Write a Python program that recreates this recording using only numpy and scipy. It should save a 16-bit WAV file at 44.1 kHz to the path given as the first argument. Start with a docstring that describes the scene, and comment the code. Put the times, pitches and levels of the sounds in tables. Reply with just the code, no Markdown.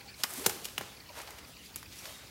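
"""A steady wash of water and a low rumble, with small birds chirping far off; then, near the
microphone, crocodiles snap their jaws beside the pool of a concrete enclosure. Each snap is a short
crackle of teeth with a bony knock and a ringing jaw. Heavy bodies thump, and as the animals move
the water swishes with droplets and bubbles, gurgles and drips. The concrete adds a short tail."""
import sys
import numpy as np
from scipy import signal
from scipy.fft import rfft, irfft
from scipy.io import wavfile
from scipy.ndimage import uniform_filter1d

SR = 44100
rng = np.random.default_rng(int(sys.argv[2]) if len(sys.argv) > 2 else 0)


def master_out(mix):
    """Clip the mix to full scale and print it as 16-bit PCM to the path in sys.argv[1]."""
    frames = np.transpose(np.atleast_2d(mix))
    ceiling = np.clip(frames, -1, 1)
    pcm = np.round(ceiling * 32767).astype(np.int16)
    wavfile.write(sys.argv[1], SR, pcm)


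N = 101429

# spectrum of the water wash and rumble: frequency_hz, relative_db
WASH_SPECTRUM = [(15, -56), (25, -33), (53, 12), (76, 1.5), (249, -3), (463, -7.5), (531, -8.5),
                 (591, -14.5), (659, -12), (1520, -13.5), (2480, -11), (4610, -12), (7920, -18.5),
                 (14800, -22.5), (16000, -17.5)]
# how far the wash drifts in level: frequency_hz, depth_db
WASH_DRIFT = [(80, 0.1), (400, 1.), (2000, 3.66), (5000, 1.5), (14000, 3.6)]
# reverberation of the concrete enclosure: frequency_hz, t60_s
ENCLOSURE_DECAY = [(150, 0.9), (1000, 0.57), (4000, 0.26), (14000, 0.47)]
# distant birds: start_s, length_s, pitch_hz, level_db, lower_partial_db
BIRD_CHIRPS = [(.005, 0.0072, 4330, -52.5, -53.5), (0.074, .036, 4450, -52.5, -57),
               (0.14, 0.0081, 4370, -51, -54.5), (0.966, 0.011, 4700, -54.5, -59),
               (1.001, .009, 4560, -50.5, -58.5), (1.089, 0.0077, 4400, -51.5, -55.5),
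               (1.445, 0.0067, 4660, -54, -55.5), (1.564, 0.0074, 4560, -53.5, -55.5),
               (1.658, 0.0069, 4830, -52, -58), (1.742, 0.0061, 4600, -50, -60),
               (1.855, 0.0084, 4630, -55.5, -52.5), (1.984, 0.014, 5710, -49.5, -73),
               (2.139, 0.029, 3760, -52, -67), (2.269, 0.0071, 4900, -55, -65.5)]
# air pockets in the pool: start_s, length_s, start_hz, end_hz, level_db
AIR_POCKETS = [(0.054, 0.038, 836, 780, -57), (0.312, 0.0666, 380, 350, -57),
               (0.372, 0.0407, 233, 345, -45.5), (0.401, 0.0345, 343, 404, -44.5),
               (.415, 0.044, 480, 533, -54), (0.47, .03, 416, 460, -46), (0.472, 0.043, 721, 857, -57),
               (0.529, 0.0554, 413, 288, -52), (1.086, 0.029, 1054, 967, -52.5),
               (1.098, 0.023, 596, 590, -53), (1.167, 0.033, 544, 595, -53)]
# single drips: start_s, relative_db, centre_hz
POOL_DRIPS = [(.336, -36.5, 9200), (0.685, -45.5, 3050), (1.2156, -43.5, 6000), (1.2745, -44, 2500),
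              (1.3054, -43.5, 7050), (2.054, -40, 2700)]
# water stirred by the animals: peak_s, rise_s, fall_s, body_db, splash_db, spray_db
WATER_SWISHES = [(.01, .02, .04, -55.5, -77, -78), (.205, 0.028, 0.048, -53, -48, -51.5),
                 (0.301, 0.012, 0.046, -49, -55, -44.5), (.378, 0.063, 0.097, -47.5, -45, -42.5),
                 (0.451, 0.0058, 0.0084, -40.5, -37.5, -50), (.505, 0.038, 0.12, -49, -46, -52.5),
                 (.665, 0.081, 0.099, -60, -51, -53), (.825, 0.033, 0.11, -51, -50.5, -58),
                 (1.185, 0.031, 0.05, -43.5, -47.5, -49.5), (1.273, 0.0079, 0.12, -50, -55.5, -58),
                 (1.389, 0.0071, 0.005, -46, -49, -53), (1.485, 0.028, 0.038, -59.5, -63, -59),
                 (1.651, 0.023, 0.039, -79, -53.5, -55.5), (1.775, 0.0078, 0.029, -68, -50.5, -53),
                 (1.927, 0.014, 0.019, -78, -49, -66), (1.99, 0.051, 0.035, -78, -51, -51.5),
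                 (2.056, 0.055, 0.13, -50.5, -48.5, -51)]
# body, splash and spray bands of a swish: low_hz, high_hz
SWISH_BANDS = [(450, 2730), (2000, 6900), (6000, 13500)]
# heavy bodies: start_s, relative_db, start_hz, decay_s
BODY_THUMPS = [(0.4662, -34, 229, 0.0054), (0.783, -42, 240, 0.0087), (0.812, -54, 190, 0.0032),
               (1.758, -47.5, 170, 0.0037), (1.866, -45, 110, 0.0053)]
# jaw snaps and clacks:
# start_s, rise_ms, base_decay_ms, bass_db, body_db, bite_db, edge_db, knock_hz, knock_db, ring_db
JAW_SNAPS = [(.2354, 0.24, 1.6, -57, -37.5, -29.5, -30.5, 5110, -18.5, -54),
             (.2390, 0.18, 3.6, -46, -34, -39, -38.5, 1270, -62, -70),
             (.4606, 0.6, 3.4, -44.5, -37.5, -31, -36.5, 1780, -35, -42),
             (0.463, 0.38, 2.3, -37, -34, -29, -24.5, 1026, -18, -32.5),
             (0.4945, 1.1, 3.4, -51, -42, -41, -35.5, 5600, -35, -62),
             (0.6444, 0.43, 2.5, -70, -64, -46, -44.5, 4000, -45, -75),
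             (0.6529, 0.34, 2.7, -51.5, -51, -40.5, -40, 2990, -33, -62),
             (0.7795, 0.53, 2.2, -52, -38, -39.5, -40.5, 2870, -19.5, -68),
             (.7800, 1.2, 4.3, -65, -46, -47, -46, 1170, -26, -75),
             (0.8096, 2.4, 1.3, -45, -43.5, -52.5, -50, 750, -30, -72),
             (1.7587, 0.41, 1.8, -58.5, -54, -48, -39, 10970, -36, -74),
             (1.765, 0.36, .5, -61, -58, -55, -54, 11800, -36, -80),
             (1.8285, 0.98, 1.8, -74, -54, -53, -57, 1250, -38.5, -81)]
# bass, body, bite and edge bands of a snap: low_hz, high_hz, lag_ms, decay_ratio
SNAP_BANDS = [(170, 573, 0.7, 2.2), (734, 2270, 0.34, 1.83), (2500, 6140, .1, 1.27),
              (6000, 15200, .1, 1.96)]
# resonances of the jaw: pitch_hz, relative_db, t60_s
JAW_MODES = [(383, 3.5, 0.072), (458, 4.5, 0.064), (990, -9, .035), (1700, -4, 0.025), (3170, 0, 0.012),
             (4100, -14, 0.075), (6200, 14, 0.016), (7100, 5, 0.046), (8950, 5, 0.074), (9230, 4, .02),
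             (12200, 9, 0.022)]


def amp(db):
    """Decibels to gain."""
    return 10 ** (np.asarray(db) / 20)


def unit_rms(x):
    """Scales to an rms of one."""
    return x / np.sqrt(np.mean(x ** 2) + 1e-20)


def curve_at(points, hz):
    """Reads a table on a log-frequency axis."""
    table_hz, value = np.transpose(points)
    return np.interp(np.log(hz + 1), np.log(table_hz + 1), value)


def add(mix, start_s, sound):
    """Mixes a sound in at its start time."""
    part = mix[max(round(start_s * SR), 0):][:len(sound)]
    part += sound[:len(part)]


def band(x, low_hz, high_hz, order=3):
    """Band-pass filter."""
    sos = signal.butter(order, [low_hz, min(high_hz, SR / 2 - 1)], "band", fs=SR, output="sos")
    return signal.sosfilt(sos, x)


def glide(length_s, start_hz, end_hz, waver):
    """The rounded envelope and wavering phase of a short gliding tone."""
    progress = np.linspace(0, 1, max(int(length_s * SR), 2))
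    wobble = unit_rms(uniform_filter1d(rng.standard_normal(SR // 2), size=60))[:len(progress)]
    hz = (start_hz + (end_hz - start_hz) * progress) * (1 + waver * wobble)
    return np.sqrt(2 * abs(np.sin(np.pi * progress))), 2 * np.pi * np.cumsum(hz) / SR


def crackle(rise_s, decay_s, low_hz, high_hz, spread_db=1.5):
    """A dying cluster of tiny cracks, even across its band, with the energy of 10 ms at rms one."""
    t = np.arange(SR // 10) / SR
    envelope = np.minimum(t / rise_s, 1) * np.exp(-np.maximum(t - rise_s, 0) / decay_s)
    cracks = rng.choice([-1., 1.], len(t)) * amp(spread_db * rng.standard_normal(len(t)))
    spectrum = rfft(cracks * envelope ** 0.75)
    flattened = irfft(spectrum / (abs(spectrum) + 1e-12), len(t))
    return unit_rms(band(flattened * envelope ** 0.25, low_hz, high_hz)) / np.sqrt(10)


def wash(level_db=-52.5):
    """The bed of the place: steady water and rumble, patches of its spectrum drifting in level."""
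    hz = np.fft.rfftfreq(2048, 1 / SR)
    real, imag, drift = rng.standard_normal((N // 512 + 5, len(hz), 3)).T
    drift = uniform_filter1d(drift, size=24, axis=0)  # smooth across frequency
    drift = unit_rms(uniform_filter1d(drift, size=4, axis=1))  # and over time
    gain = amp(curve_at(WASH_SPECTRUM, hz)[:, None] + curve_at(WASH_DRIFT, hz)[:, None] * drift)
    noise = signal.istft((real + 1j * imag) * gain, nperseg=2048, noverlap=1536)[1]
    return amp(level_db) * unit_rms(noise[:N])


def enclosure(direct, level_db=-13, build_s=0.014):
    """A diffuse tail off the concrete, the treble dying before the bass."""
    hz, t, noise = signal.stft(rng.standard_normal(SR), SR, nperseg=256)
    decay = np.exp(-np.log(1000) * t / curve_at(ENCLOSURE_DECAY, hz)[:, None])
    tail = signal.istft(noise * decay, SR)[1]
    tail *= np.minimum(np.arange(len(tail)) / SR / build_s, 1)
    return amp(level_db) * signal.fftconvolve(direct, tail / np.linalg.norm(tail))[:N]


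def birds(sag_hz_per_s=3000, rasp_depth=0.55, lower_ratio=0.53, lower_lag_s=0.00307):
    """Far off: raspy falling chirps, the lower partial a moment late, and one thin held whistle."""
    out = np.zeros(N)
    for start_s, length_s, hz, db, lower_db in BIRD_CHIRPS:
        sag_hz = sag_hz_per_s * length_s / 2
        envelope, phase = glide(length_s, hz + sag_hz, hz - sag_hz, waver=0.03)
        rasp = unit_rms(band(rng.standard_normal(SR // 5), 150, 510))[:len(envelope)]
        envelope *= 1 + rasp_depth * rasp
        add(out, start_s, amp(db) * envelope * np.sin(phase))
        add(out, start_s + lower_lag_s, amp(lower_db) * envelope * np.sin(lower_ratio * phase))
    envelope, phase = glide(length_s=0.3, start_hz=3730, end_hz=3730, waver=0.02)  # the whistle
    add(out, start_s=2.02, sound=amp(-62) * envelope * np.sin(phase))
    return out


def gurgles(flutter_depth=0.35):
    """Pockets of air ring in the pool, gliding in pitch and fluttering in level."""
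    out = np.zeros(N)
    for start_s, length_s, start_hz, end_hz, db in AIR_POCKETS:
        envelope, phase = glide(length_s, start_hz, end_hz, waver=0.089)
        flutter = unit_rms(band(rng.standard_normal(SR // 2), 32, 145))[-len(envelope):]
        add(out, start_s, amp(db) * envelope * (1 + flutter_depth * flutter) * np.sin(phase))
    return out


def drips(decay_s=0.0027):
    """Single drips tick on the surface, each two octaves wide."""
    out = np.zeros(N)
    for start_s, db, hz in POOL_DRIPS:
        add(out, start_s, amp(db) * crackle(decay_s / 2, decay_s, hz / 2, hz * 2) / 2)
    return out


def bubbles(per_s=260, low_hz=501.5, high_hz=2410, decay_cycles=6.9, pitch_rise=0.121):
    """A steady stream of small bubbles, each a dying tone that rises a little."""
    out = np.zeros(N)
    for when, smallness, gain in rng.random((int(per_s * N / SR), 3)):
        hz = low_hz * (high_hz / low_hz) ** smallness
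        age = np.arange(SR // 20) / SR * hz / decay_cycles  # in decay times
        ring = np.sin(2 * np.pi * decay_cycles * age * (1 + pitch_rise * age / 2))
        add(out, when * N / SR, gain * np.exp(-age) * np.minimum(10 * age, 1) * ring)
    return unit_rms(out)


def swishes(drops_per_s=2300, drop_spread_db=6.5, drop_share=0.4, bubble_db=-5):
    """Stirred water: hiss and dense droplets swell and die in three bands; bubbles fill the lowest."""
    t, out = np.arange(N) / SR, np.zeros(N)
    drops = rng.standard_normal(N) * (rng.random(N) < drops_per_s / SR)
    drops *= amp(drop_spread_db * np.minimum(rng.exponential(1, N), 2))
    for k, (low_hz, high_hz) in enumerate(SWISH_BANDS):
        power = np.zeros(N)
        for peak_s, rise_s, fall_s, *band_db in WATER_SWISHES:
            swell = np.exp(-np.maximum((peak_s - t) / rise_s, (t - peak_s) / fall_s))
            power += (amp(band_db[k]) * swell) ** 2
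        hiss = np.sqrt(1 - drop_share) * rng.standard_normal(N)
        water = unit_rms(band(np.sqrt(drop_share) * unit_rms(drops) + hiss, low_hz, high_hz, order=2))
        if k == 0:
            water = unit_rms(water + amp(bubble_db) * bubbles())
        out += np.sqrt(power) * water
    return out


def thumps(end_hz=59):
    """Dull thumps of heavy bodies, falling in pitch as they die."""
    out = np.zeros(N)
    for start_s, db, start_hz, decay_s in BODY_THUMPS:
        age = np.arange(SR // 10) / SR / decay_s
        hz = end_hz + (start_hz - end_hz) * np.exp(-age / 2)
        envelope = 2 * age * np.exp(-age)
        add(out, start_s, amp(db) * envelope * np.sin(2 * np.pi * np.cumsum(hz) / SR))
    return out


def snaps(knock_peak_s=0.00055):
    """Close by, teeth crack together, bone knocks and the jaw rings; the bass lags and lingers."""
    t, out = np.arange(SR // 10) / SR, np.zeros(N)
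    age = t / knock_peak_s
    ring = sum(amp(db - 60 * t / t60_s) * np.sin(2 * np.pi * hz * t) for hz, db, t60_s in JAW_MODES)
    ring *= 1 - np.exp(-age)
    for start_s, rise_ms, decay_ms, *band_db, knock_hz, knock_db, ring_db in JAW_SNAPS:
        for db, (low_hz, high_hz, lag_ms, decay_ratio) in zip(band_db, SNAP_BANDS):
            teeth = crackle(rise_ms / 1000, decay_ms * decay_ratio / 1000, low_hz, high_hz)
            add(out, start_s + lag_ms / 1000, amp(db) * teeth)
        knock = age * np.exp(1 - age) * np.sin(2 * np.pi * knock_hz * t)
        add(out, start_s, amp(knock_db) * knock + amp(ring_db) * ring)
    return out


def scene():
    """One microphone at the poolside: direct sound and its tail off the concrete, over the wash."""
    direct = snaps() + thumps() + swishes() + gurgles() + drips() + birds()
    return (direct + enclosure(direct) + wash())[None]


def record(dry):
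    """The microphone signal passes the recorder's low cut and band limit."""
    low_cut_hz, top_hz = 58.6, 15950
    low_cut = signal.butter(3, low_cut_hz, "high", fs=SR, output="sos")
    band_limit = signal.firwin(255, top_hz, window=("kaiser", 7), fs=SR)
    return signal.oaconvolve(signal.sosfilt(low_cut, dry), band_limit[None], "same")


dry = scene()
out = record(dry)
master_out(out)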